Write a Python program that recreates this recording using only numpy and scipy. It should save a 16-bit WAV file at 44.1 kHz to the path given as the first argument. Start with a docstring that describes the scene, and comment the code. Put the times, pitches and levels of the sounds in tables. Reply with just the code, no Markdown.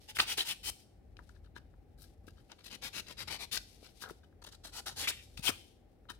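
"""Folded sandpaper rubbed by hand over a small plywood piece, close under a stereo microphone pair.
Three bouts of quick strokes (side, end, notch) are parted by pauses in which the fingers turn the piece.
The grit hisses and makes the wood ring; the sheet buckles and whips off the edge.
The work is at a bench, mostly left of centre; behind it a bright workshop with a low hum."""
import sys
import numpy as np
from scipy import signal
from scipy.fft import rfft, irfft, next_fast_len
from scipy.io import wavfile
from scipy.ndimage import uniform_filter1d

SR = 44100
rng = np.random.default_rng(int(sys.argv[2]) if len(sys.argv) > 2 else 0)


def waveform_to_disk(signal):
    """Save audio, clipped to [-1, 1], as 16-bit WAV at the path in sys.argv[1]."""
    frames = np.transpose(np.atleast_2d(signal))
    scaled = np.clip(frames, -1, 1) * 32767
    samples = np.round(scaled).astype(np.int16)
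    wavfile.write(sys.argv[1], SR, samples)


N = 272979


def gain_of(db):
    """Decibels to amplitude."""
    return 10 ** (np.asarray(db) / 20)


def unit_rms(x):
    """Scales to rms 1."""
    return x / np.sqrt(np.mean(x ** 2) + 1e-20)


def at_hz(points, hz):
    """Reads a table on a log-frequency axis."""
    f, value = np.transpose(points)
    return np.interp(np.log(hz + 1), np.log(f + 1), value)


def follow(points):
    """Reads a time curve at every sample."""
    return np.interp(np.arange(N) / SR, *np.transpose(points))


def add(mix, s, sound):
    """Mixes a sound in at time s."""
    part = mix[..., max(round(s * SR), 0):][..., :sound.shape[-1]]
    part += sound[..., :part.shape[-1]]


def filtered(x, response):
    """Applies a response given as a function of Hz."""
    size = next_fast_len(x.shape[-1] + 2048)
    return irfft(rfft(x, size) * response(np.fft.rfftfreq(size, 1 / SR)), size)[..., :x.shape[-1]]


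def resonance(hz, centre_hz, width_hz):
    """Response of a damped mode, taken twice for steep flanks."""
    return (1j * hz * width_hz / (centre_hz ** 2 - hz ** 2 + 1j * hz * width_hz)) ** 2


def wobble(count, smooth_s):
    """Smoothed noise of rms 1."""
    return unit_rms(uniform_filter1d(rng.standard_normal(count), max(round(smooth_s * SR), 2)))


def swell(length, hardest, fullness=0.67):
    """Speed of a move: from rest to its hardest point and back; a lower exponent is blunter."""
    progress = np.linspace(0, 1, max(round(length * SR), 8))
    arc = np.interp(progress, [0, np.clip(hardest, .05, .95), 1], [0, .5, 1])
    return abs(np.sin(np.pi * arc)) ** fullness


def grit(count, grain, snags_per_s=9000, snag_db=4.0, clump_db=7, clump_s=0.0054):
    """Thousands of grains snag on fibres and let go, in clumps where the paper chatters."""
    size = gain_of(snag_db * np.minimum(rng.exponential(1, count), 4))
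    snags = size * rng.choice([-1, 1], count) * (rng.random(count) < snags_per_s / SR)
    return snags * gain_of(clump_db * grain * np.clip(wobble(count, clump_s), -2, 2))


# spectrum of the workshop's hum and hiss: f/Hz, relative level/dB
ROOM_TONE = [(20, -27.5), (32, -16.5), (47, 5), (58, -3.5), (72, -0.5), (100, -6), (140, -13.5),
             (230, -17.5), (330, -20), (580, -25.5), (680, -29.5), (790, -25), (950, -41.5), (2000, -42.5),
             (6000, -59), (15800, -57)]
# how alike it is at the two microphones: f/Hz, likeness/0-1
ROOM_LIKENESS = [(60, 1), (300, 0.47), (900, 0.44), (2500, .05)]
# course of the low rumble: t/s, level/dB
RUMBLE = [(0.0, -62.5), (0.15, -61.5), (0.21, -54), (0.45, -71.5), (0.72, -59), (0.79, -66.5), (1.19, -54),
          (1.33, -58.5), (2.41, -58.5), (2.5, -69), (3.22, -56.5), (3.76, -63), (4.9, -61), (4.91, -53),
          (5.26, -62.5), (5.52, -53), (5.67, -67), (6.19, -63)]
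def room_tone(air_db=-55.5, split_hz=200, lean_db=3):
    """A wavering rumble, much alike at both microphones, under faint steady hiss."""
    left, other = rng.standard_normal((2, N))
    alike = lambda hz: at_hz(ROOM_LIKENESS, hz)
    right = filtered(left, alike) + filtered(other, lambda hz: np.sqrt(1 - alike(hz) ** 2))
    air = filtered(np.array([left, right]), lambda hz: gain_of(at_hz(ROOM_TONE, hz)))
    air = gain_of(air_db) * unit_rms(air)
    low = filtered(air, lambda hz: 1 / (1 + (hz / split_hz) ** 4))
    rumble = unit_rms(low) * gain_of(follow(RUMBLE))
    return (air - low + rumble) * gain_of([[lean_db / 2], [-lean_db / 2]])


# decay of the room around the bench: f/Hz, t60/s
ROOM_T60 = [(200, 1), (1200, 0.2287), (3500, 0.5559), (8000, 0.5475), (15000, 0.437)]
# its tail against the close sound: f/Hz, level/dB
ROOM_SEND = [(200, -21.5), (1200, -9.5), (3000, -14.5), (8000, -13.5), (15000, -15)]
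def workshop_echo(x, first_s=.006, early_db=1, early_s=0.023, count=3, sway_hz=4, lean_db=2):
    """Sparse reflections, each band dying at its own speed; the moving hands keep changing the paths."""
    t, wet = np.arange(SR) / SR, 0
    early_lift = 1 + gain_of(early_db) * np.exp(-t / early_s)
    for k in range(count):
        echoes = rng.choice([-1., 1.], (2, SR)) * (rng.random((2, SR)) < .1) * (t > first_s)
        hz, age, bands = signal.stft(echoes * early_lift, SR, nperseg=256)
        decay = gain_of(-60 * age / at_hz(ROOM_T60, hz)[:, None])
        tail = signal.istft(bands * decay, SR, nperseg=256)[1]
        share = np.sqrt(2 / count) * np.cos(np.pi * (sway_hz * np.arange(N) / SR + k / count))
        wet = wet + signal.fftconvolve(x * share, tail / np.linalg.norm(tail[0]), axes=1)[:, :N]
    wet = filtered(wet, lambda hz: gain_of(at_hz(ROOM_SEND, hz)))
    return wet * gain_of([[lean_db / 2], [-lean_db / 2]])


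def off_bench(x, echo_db=-5, reach_s=.004, count=8):
    """Each microphone hears a sound directly and off hands and bench, by new paths with every move."""
    paths = np.zeros((2, round(reach_s * SR) + 12))
    for mic in paths:
        echoes = gain_of(echo_db) * rng.choice([-1, 1], count) / np.sqrt(count)
        mic[rng.choice(np.arange(6, len(mic)), count, replace=False)] = echoes
    paths[:, 0] = 1
    return signal.fftconvolve(np.atleast_2d(x), paths, axes=1) / np.sqrt(1 + gain_of(echo_db) ** 2)


# where the work is held under the pair: t/s, left minus right/dB
LEAN = [(.3, -0.5), (1.4, 9.5), (2.7, 6.5), (3.5, 7.5), (4.1, 6), (4.8, 1), (5.1, 0.5), (5.5, 8), (6.1, 9)]
# the hand shades the right microphone: f/Hz, left minus right/dB
HAND_SHADE = [(200, 2.5), (2000, 2.5), (5500, 1.5), (8500, 8.5), (12000, 5.5), (15500, 5)]
def microphones(x, lag_s=0.0001072):
    """The work lies to the left: the right microphone hears it later, weaker and duller."""
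    lean = follow(LEAN)
    panned = x * gain_of([lean / 2, -lean / 2]) / np.sqrt((gain_of(lean) + gain_of(-lean)) / 2)
    def pair(hz):
        shade = gain_of(-at_hz(HAND_SHADE, hz))
        right = shade * np.exp(-2j * np.pi * hz * lag_s)
        return np.array([np.ones(len(hz)), right]) * np.sqrt(2 / (1 + shade ** 2))
    return filtered(panned, pair)


FIRM_DB = -43  # level from which a stroke counts as firmly pressed
def hands(work, thud_db=-69, smooth_s=.05):
    """The hands that push and hold thud softly, as hard as they work."""
    power = uniform_filter1d((work ** 2).mean(0), round(smooth_s * SR))
    effort = np.sqrt(abs(power)) / gain_of(FIRM_DB)
    flesh = filtered(rng.standard_normal(N), lambda hz: resonance(hz, centre_hz=95, width_hz=110))
    return gain_of(thud_db) * effort ** 0.41 * unit_rms(flesh)


# the loose sheet shifts in the fingers after a bout or a new grip: t/s, length/s, level/dB
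SHIFTS = [(0, 0.0825, -61), (0.793, 0.052, -65.5), (1.16, 0.247, -78.5), (2.021, 0.128, -73.5),
          (2.27, 0.53, -79.5), (3.577, 0.427, -68.5), (3.937, 0.2605, -66), (5.2, 0.226, -69.5),
          (5.54, 0.244, -72.5), (6.098, 0.086, -76.5)]
def rustle(creep_db=-89, tilt_db=1.33, pivot_hz=5000, top_hz=13500, uneven_db=2):
    """Loose paper creeps under the fingers: a faint crackle that swells unevenly with each shift."""
    motion = np.full(N, gain_of(creep_db))
    for s, length, db in SHIFTS:
        add(motion, s, gain_of(db) * swell(length, hardest=0.23, fullness=0.72))
    motion *= gain_of(uneven_db * wobble(N, smooth_s=0.034))
    crackle = np.array([grit(N, grain=.35, snags_per_s=7000, snag_db=2.5, clump_s=.02) for mic in range(2)])
    def colour(hz):
        db = at_hz(HISS_ON_END, hz) + tilt_db * np.log2((hz + 1) / pivot_hz)
        return gain_of(db) / np.sqrt(1 + (hz / top_hz) ** 10)
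    return motion * unit_rms(filtered(crackle, colour))


# bending modes of the plywood: f/Hz, width/Hz, level/dB
WOOD_MODES = [(977.6, 100, -5.5), (1437.2, 540, -1), (1609.7, 190, -5), (3078, 300, -7), (3810, 860, -9.5)]
def wood(hz):
    """Response of the piece, damped by the hand that holds it."""
    return sum(gain_of(db) * resonance(hz, f, width) for f, width, db in WOOD_MODES)


def pop(db, hz, crackle=0.19):
    """Paper or flesh gives way: a few rough swings that peak after half a cycle and die at once."""
    cycles = np.arange(round(8 * SR / hz)) * hz / SR
    envelope = (2 * cycles * np.exp(1 - 2 * cycles)) ** 2
    fuzz = wobble(len(cycles), smooth_s=0.25 / hz)
    return gain_of(db) * envelope * (np.sin(2 * np.pi * cycles) + crackle * fuzz)


# fingers and paper tap the piece: t/s, peak level/dB, contact/s
TAPS = [(1.168, -62.5, .0001), (1.1909, -40.5, 0.00037), (1.294, -50, 0.000147), (1.564, -36, 0.00016),
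        (1.739, -57.5, 0.0004), (2.282, -47, 0.00019), (4.022, -38, 0.00027), (4.038, -33, 0.00035),
        (4.097, -37, 0.0012), (4.327, -61, .0002), (5.107, -34.5, 0.00018), (6.054, -58.5, 0.000233),
        (6.102, -33, 0.00018)]
def tap(db, contact_s, thud_hz=290, thud_db=-12.5):
    """A short push rings the wood, duller for a longer contact; the fingers behind give with a thud."""
    age = np.arange(SR // 10) / SR / contact_s
    ring = filtered(age * np.exp(-age * 2), wood)
    sound = gain_of(db) * ring / abs(ring).max()
    add(sound, 0, pop(db + thud_db, thud_hz))
    return sound


# the sheet buckles in small crisp creases; the low rows are dull thuds of the hand holding the piece: t/s, peak
# level/dB, f/Hz
POPS_AND_THUDS = [(.169, -23, 2040), (0.1885, -15.5, 1850), (0.1964, -10.5, 2260), (.199, -14, 1940),
                  (0.202, -16, 1193), (.382, -16.5, 2370), (0.385, -24, 2050), (.697, -38.5, 910),
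                  (1.169, -40.5, 3290), (1.292, -46.5, 4970), (2.242, -47.5, 250), (2.278, -42.5, 327),
                  (2.281, -46.5, 3500), (2.518, -31.5, 4830), (3.069, -36.5, 3940), (3.085, -33, 5000),
                  (3.5751, -13.5, 4470), (3.828, -45, 397), (4.109, -35, 322), (5.039, -21.5, 2800),
                  (5.3758, -26.5, 3280), (5.392, -37.5, 144), (5.4917, -28, 294.4), (5.492, -31.5, 810),
                  (5.496, -32, 1290)]
def pop_or_thud(db, hz, flap_ratio=0.214, flap_db=-28):
    """A crease of the paper snaps, or the hand thuds against the piece, jolting it into a lower, weaker flap."""
    sound = pop(db + flap_db, hz * flap_ratio)
    add(sound, 0, pop(db, hz))
    return sound


# the sheet slides over an edge: t/s, length/s, start f/Hz, end f/Hz, level/dB
WHIPS = [(0.199, 0.00592, 2610, 4550, -18.5), (0.281, 0.065, 2972, 2970, -43.5),
         (0.381, 0.0454, 3343, 3860, -33), (.482, 0.055, 3000, 2880, -41),
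         (3.567, 0.01073, 2400, 1540, -40.5), (4.033, 0.0837, 1054, 850, -54.5),
         (4.985, 0.167, 2830, 2756, -43), (5.073, 0.018, 2040, 3870, -27.5),
         (5.104, 0.1296, 3000, 2520, -56.5), (5.458, 0.0458, 4260, 2020, -31),
         (5.472, 0.04, 1142, 850, -39.5)]
def whip(length, from_hz, to_hz, db, width_hz=1100):
    """Grit drives a resonance of the sheet that glides as the free span changes."""
    speed = swell(length, hardest=0.32)
    glide = np.exp(2j * np.pi * np.cumsum(np.geomspace(from_hz, to_hz, len(speed))) / SR)
    lowpass = signal.butter(2, width_hz / 2, fs=SR)
    # shifted down, smoothed and shifted back: a band that follows the glide
    band = glide * signal.lfilter(*lowpass, grit(len(speed), grain=0.34) / glide)
    return gain_of(db) * speed * unit_rms(band.real)


def sheet(x, low_hz=2300, high_hz=5200, width_hz=130, ring_db=5, count=4):
    """The folded sheet has a few resonances, placed anew by each grip."""
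    centres = np.geomspace(low_hz, high_hz, count + 1)[:-1]
    centres *= (high_hz / low_hz) ** (rng.random(count) / count)
    peaks = lambda hz: sum(1 / (1 + 2j * (hz - f) / width_hz) for f in centres)
    return filtered(x, lambda hz: 1 + (gain_of(ring_db) - 1) * peaks(hz))


# close hiss of the grit on each part of the piece: f/Hz, relative level/dB
HISS_ON_SIDE = [(150, -20), (330, -10.5), (600, -18.5), (850, -6), (1100, -18), (1500, -12), (2200, -8),
                (3000, -2), (3900, -4.5), (5500, -4), (7200, -10), (8600, -5), (12000, -10.5),
                (15500, -12.5)]
HISS_ON_END = [(150, -1.5), (330, -6.5), (600, -9.5), (850, -7.5), (1100, -8.5), (1500, -9.5), (2200, -2),
               (3000, -2), (3900, 1), (5500, -1), (7200, -8.5), (8600, -7), (12000, -8), (15500, -17)]
HISS_ON_NOTCH = [(150, -6.5), (330, -2.5), (600, -5.5), (850, -0.5), (1100, -6.5), (1450, -2), (1800, -4.5),
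                 (2400, -10), (3100, -1), (3900, 1.5), (5500, 0), (7200, -3), (8600, -3.5), (12000, -6),
                 (15500, -16)]
def surface_at(s, end_from_s=1.0, notch_from_s=4.3, side_again_s=5.3):
    """Spectrum and swell exponent at time s: round on the long side, blunt where paper catches an edge."""
    if end_from_s < s < side_again_s:
        return (HISS_ON_END if s < notch_from_s else HISS_ON_NOTCH), 0.744
    return HISS_ON_SIDE, 0.97


def rub(s, length, hardest, db, tilt_db, wood_db, grain, pivot_hz=3800, low_hz=130, fizz_hz=7000):
    """Friction hisses through the sheet and shakes the wood, as strongly as the hand moves."""
    spectrum, fullness = surface_at(s)
    speed = swell(length, hardest, fullness)
    shared, *own = (grit(len(speed), grain) for patch in range(3))
    # the contact patch is wide, so each microphone hears the short waves of other grains
    apart = lambda hz: np.clip(0.936 * np.sqrt(hz / fizz_hz), 0, .95)
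    drive = filtered(shared, lambda hz: np.sqrt(1 - apart(hz) ** 2)) + filtered(np.array(own), apart)
    def colour(hz):
        octaves = np.log2(np.maximum(hz, pivot_hz / 4) / pivot_hz)
        return gain_of(at_hz(spectrum, hz) + tilt_db * octaves) * hz ** 2 / (hz ** 2 + low_hz ** 2)
    hiss = unit_rms(filtered(sheet(drive), colour))
    fizz = filtered(hiss, lambda hz: hz ** 2 / (hz ** 2 + fizz_hz ** 2))
    hiss -= fizz * (1 - speed ** .45)  # a slow hand sounds duller
    ring = gain_of(wood_db) * unit_rms(filtered(shared, wood))
    return off_bench(gain_of(db) * speed * (hiss + ring))


# fingertips turn the piece: t/s, length/s, level/dB
SLIDES = [(1.345, 0.0254, -71.5), (1.436, 0.0416, -72.5), (1.548, 0.0388, -58), (2.36, 0.0494, -72.5),
          (4.026, 0.0416, -52.5), (4.229, 0.0305, -69.5), (6.086, 0.03665, -47.5)]
def finger_slide(s, length, db):
    """A sliding fingertip makes a dull, grainy rub with much wood in it."""
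    return rub(s, length, hardest=0.692, db=db, tilt_db=-3.5, wood_db=2, grain=1)


# sanding just under the microphones: along the side, across the end, in the notch, a last side sweep
# t/s, length/s, hardest point/0-1, level/dB, tilt/dB per octave
STROKES = [ (0.076, 0.0487, 0.54, -46.5, -1.5), (0.146, 0.0364, 0.61, -41, 0),
           (0.181, 0.0697, 0.22, -33, -2), (.259, 0.0901, 0.65, -34.5, -1.5),
           (0.37, 0.0747, 0.15, -33.5, -1), (.44, 0.1006, .65, -36.5, -0.5),
           (.626, 0.07966, 0.86, -36, 0.5), (1.976, 0.0868, 0.73, -59, 5.5), (2.266, .05, 0.1, -63, 2),
           (2.488, 0.0498, 0.63, -56, -7), (2.583, 0.051, 0.26, -61.5, -3.5),
           (2.635, 0.0595, 0.61, -50.5, -.5), (2.696, 0.0696, 0.75, -46, -2.5),
           (2.814, 0.0821, 0.53, -41.5, -1.5), (2.925, 0.085, 0.85, -39.5, -1.5),
           (3.06, 0.0785, 0.76, -48, -3), (3.168, 0.076, 0.61, -42.5, -2), (3.273, 0.0291, 0.26, -42, -3),
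           (3.297, 0.0821, 0.23, -39.5, -3), (3.385, 0.0733, 0.57, -42.5, -2),
           (3.511, 0.0794, 0.34, -35.5, 0.5), (3.822, 0.0834, 0.05, -57, -2),
           (4.004, 0.0513, 0.36, -48, 1.5), (4.085, 0.0321, 0.66, -53.5, 2),
           (4.415, 0.0157, 0.95, -56.5, -4), (4.438, 0.014, 0.43, -47.5, 0),
           (4.453, 0.0482, 0.5, -52, -1.5), (4.513, 0.0488, 0.26, -54.5, -1), (4.633, 0.079, 0.3, -50, -.5),
           (4.719, 0.091, 0.81, -43.5, -1), (4.857, 0.0533, 0.22, -39.5, -1),
           (4.904, 0.0395, 0.24, -53.5, -2.5), (4.957, 0.1163, 0.47, -38.5, 0.5),
           (5.071, 0.0423, 0.41, -32, 2), (5.37, 0.0524, 0.18, -49.5, -2),
           (5.42, 0.08925, 0.8, -31.5, 0.05)]
def sanding_stroke(s, length, hardest, db, tilt_db):
    """A firm stroke hisses evenly and damps the piece; a light one chatters and lets the wood ring."""
    lighter_db = max(FIRM_DB - db, 0)
    wood_db = -25.5 + 0.7863 * lighter_db
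    grain = min(.1 + 0.09 * lighter_db, .8)
    return rub(s, length, hardest, db, tilt_db, wood_db, grain)


def scene():
    """Paper and wood close to the microphones, the workshop around them."""
    work = rustle()
    for source, table in (sanding_stroke, STROKES), (finger_slide, SLIDES):
        for s, *row in table:
            add(work, s, source(s, *row))
    for source, table in (whip, WHIPS), (pop_or_thud, POPS_AND_THUDS), (tap, TAPS):
        for s, *row in table:
            add(work, s, off_bench(source(*row), echo_db=-3.0))
    return microphones(work + hands(work)) + workshop_echo(work) + room_tone()


def record(dry):
    """The recorder's band limit."""
    lowpass = signal.firwin(511, cutoff=15900, window=("kaiser", 9), fs=SR)
    return signal.oaconvolve(dry, lowpass[None], "same")


dry = scene()
out = record(dry)
waveform_to_disk(out)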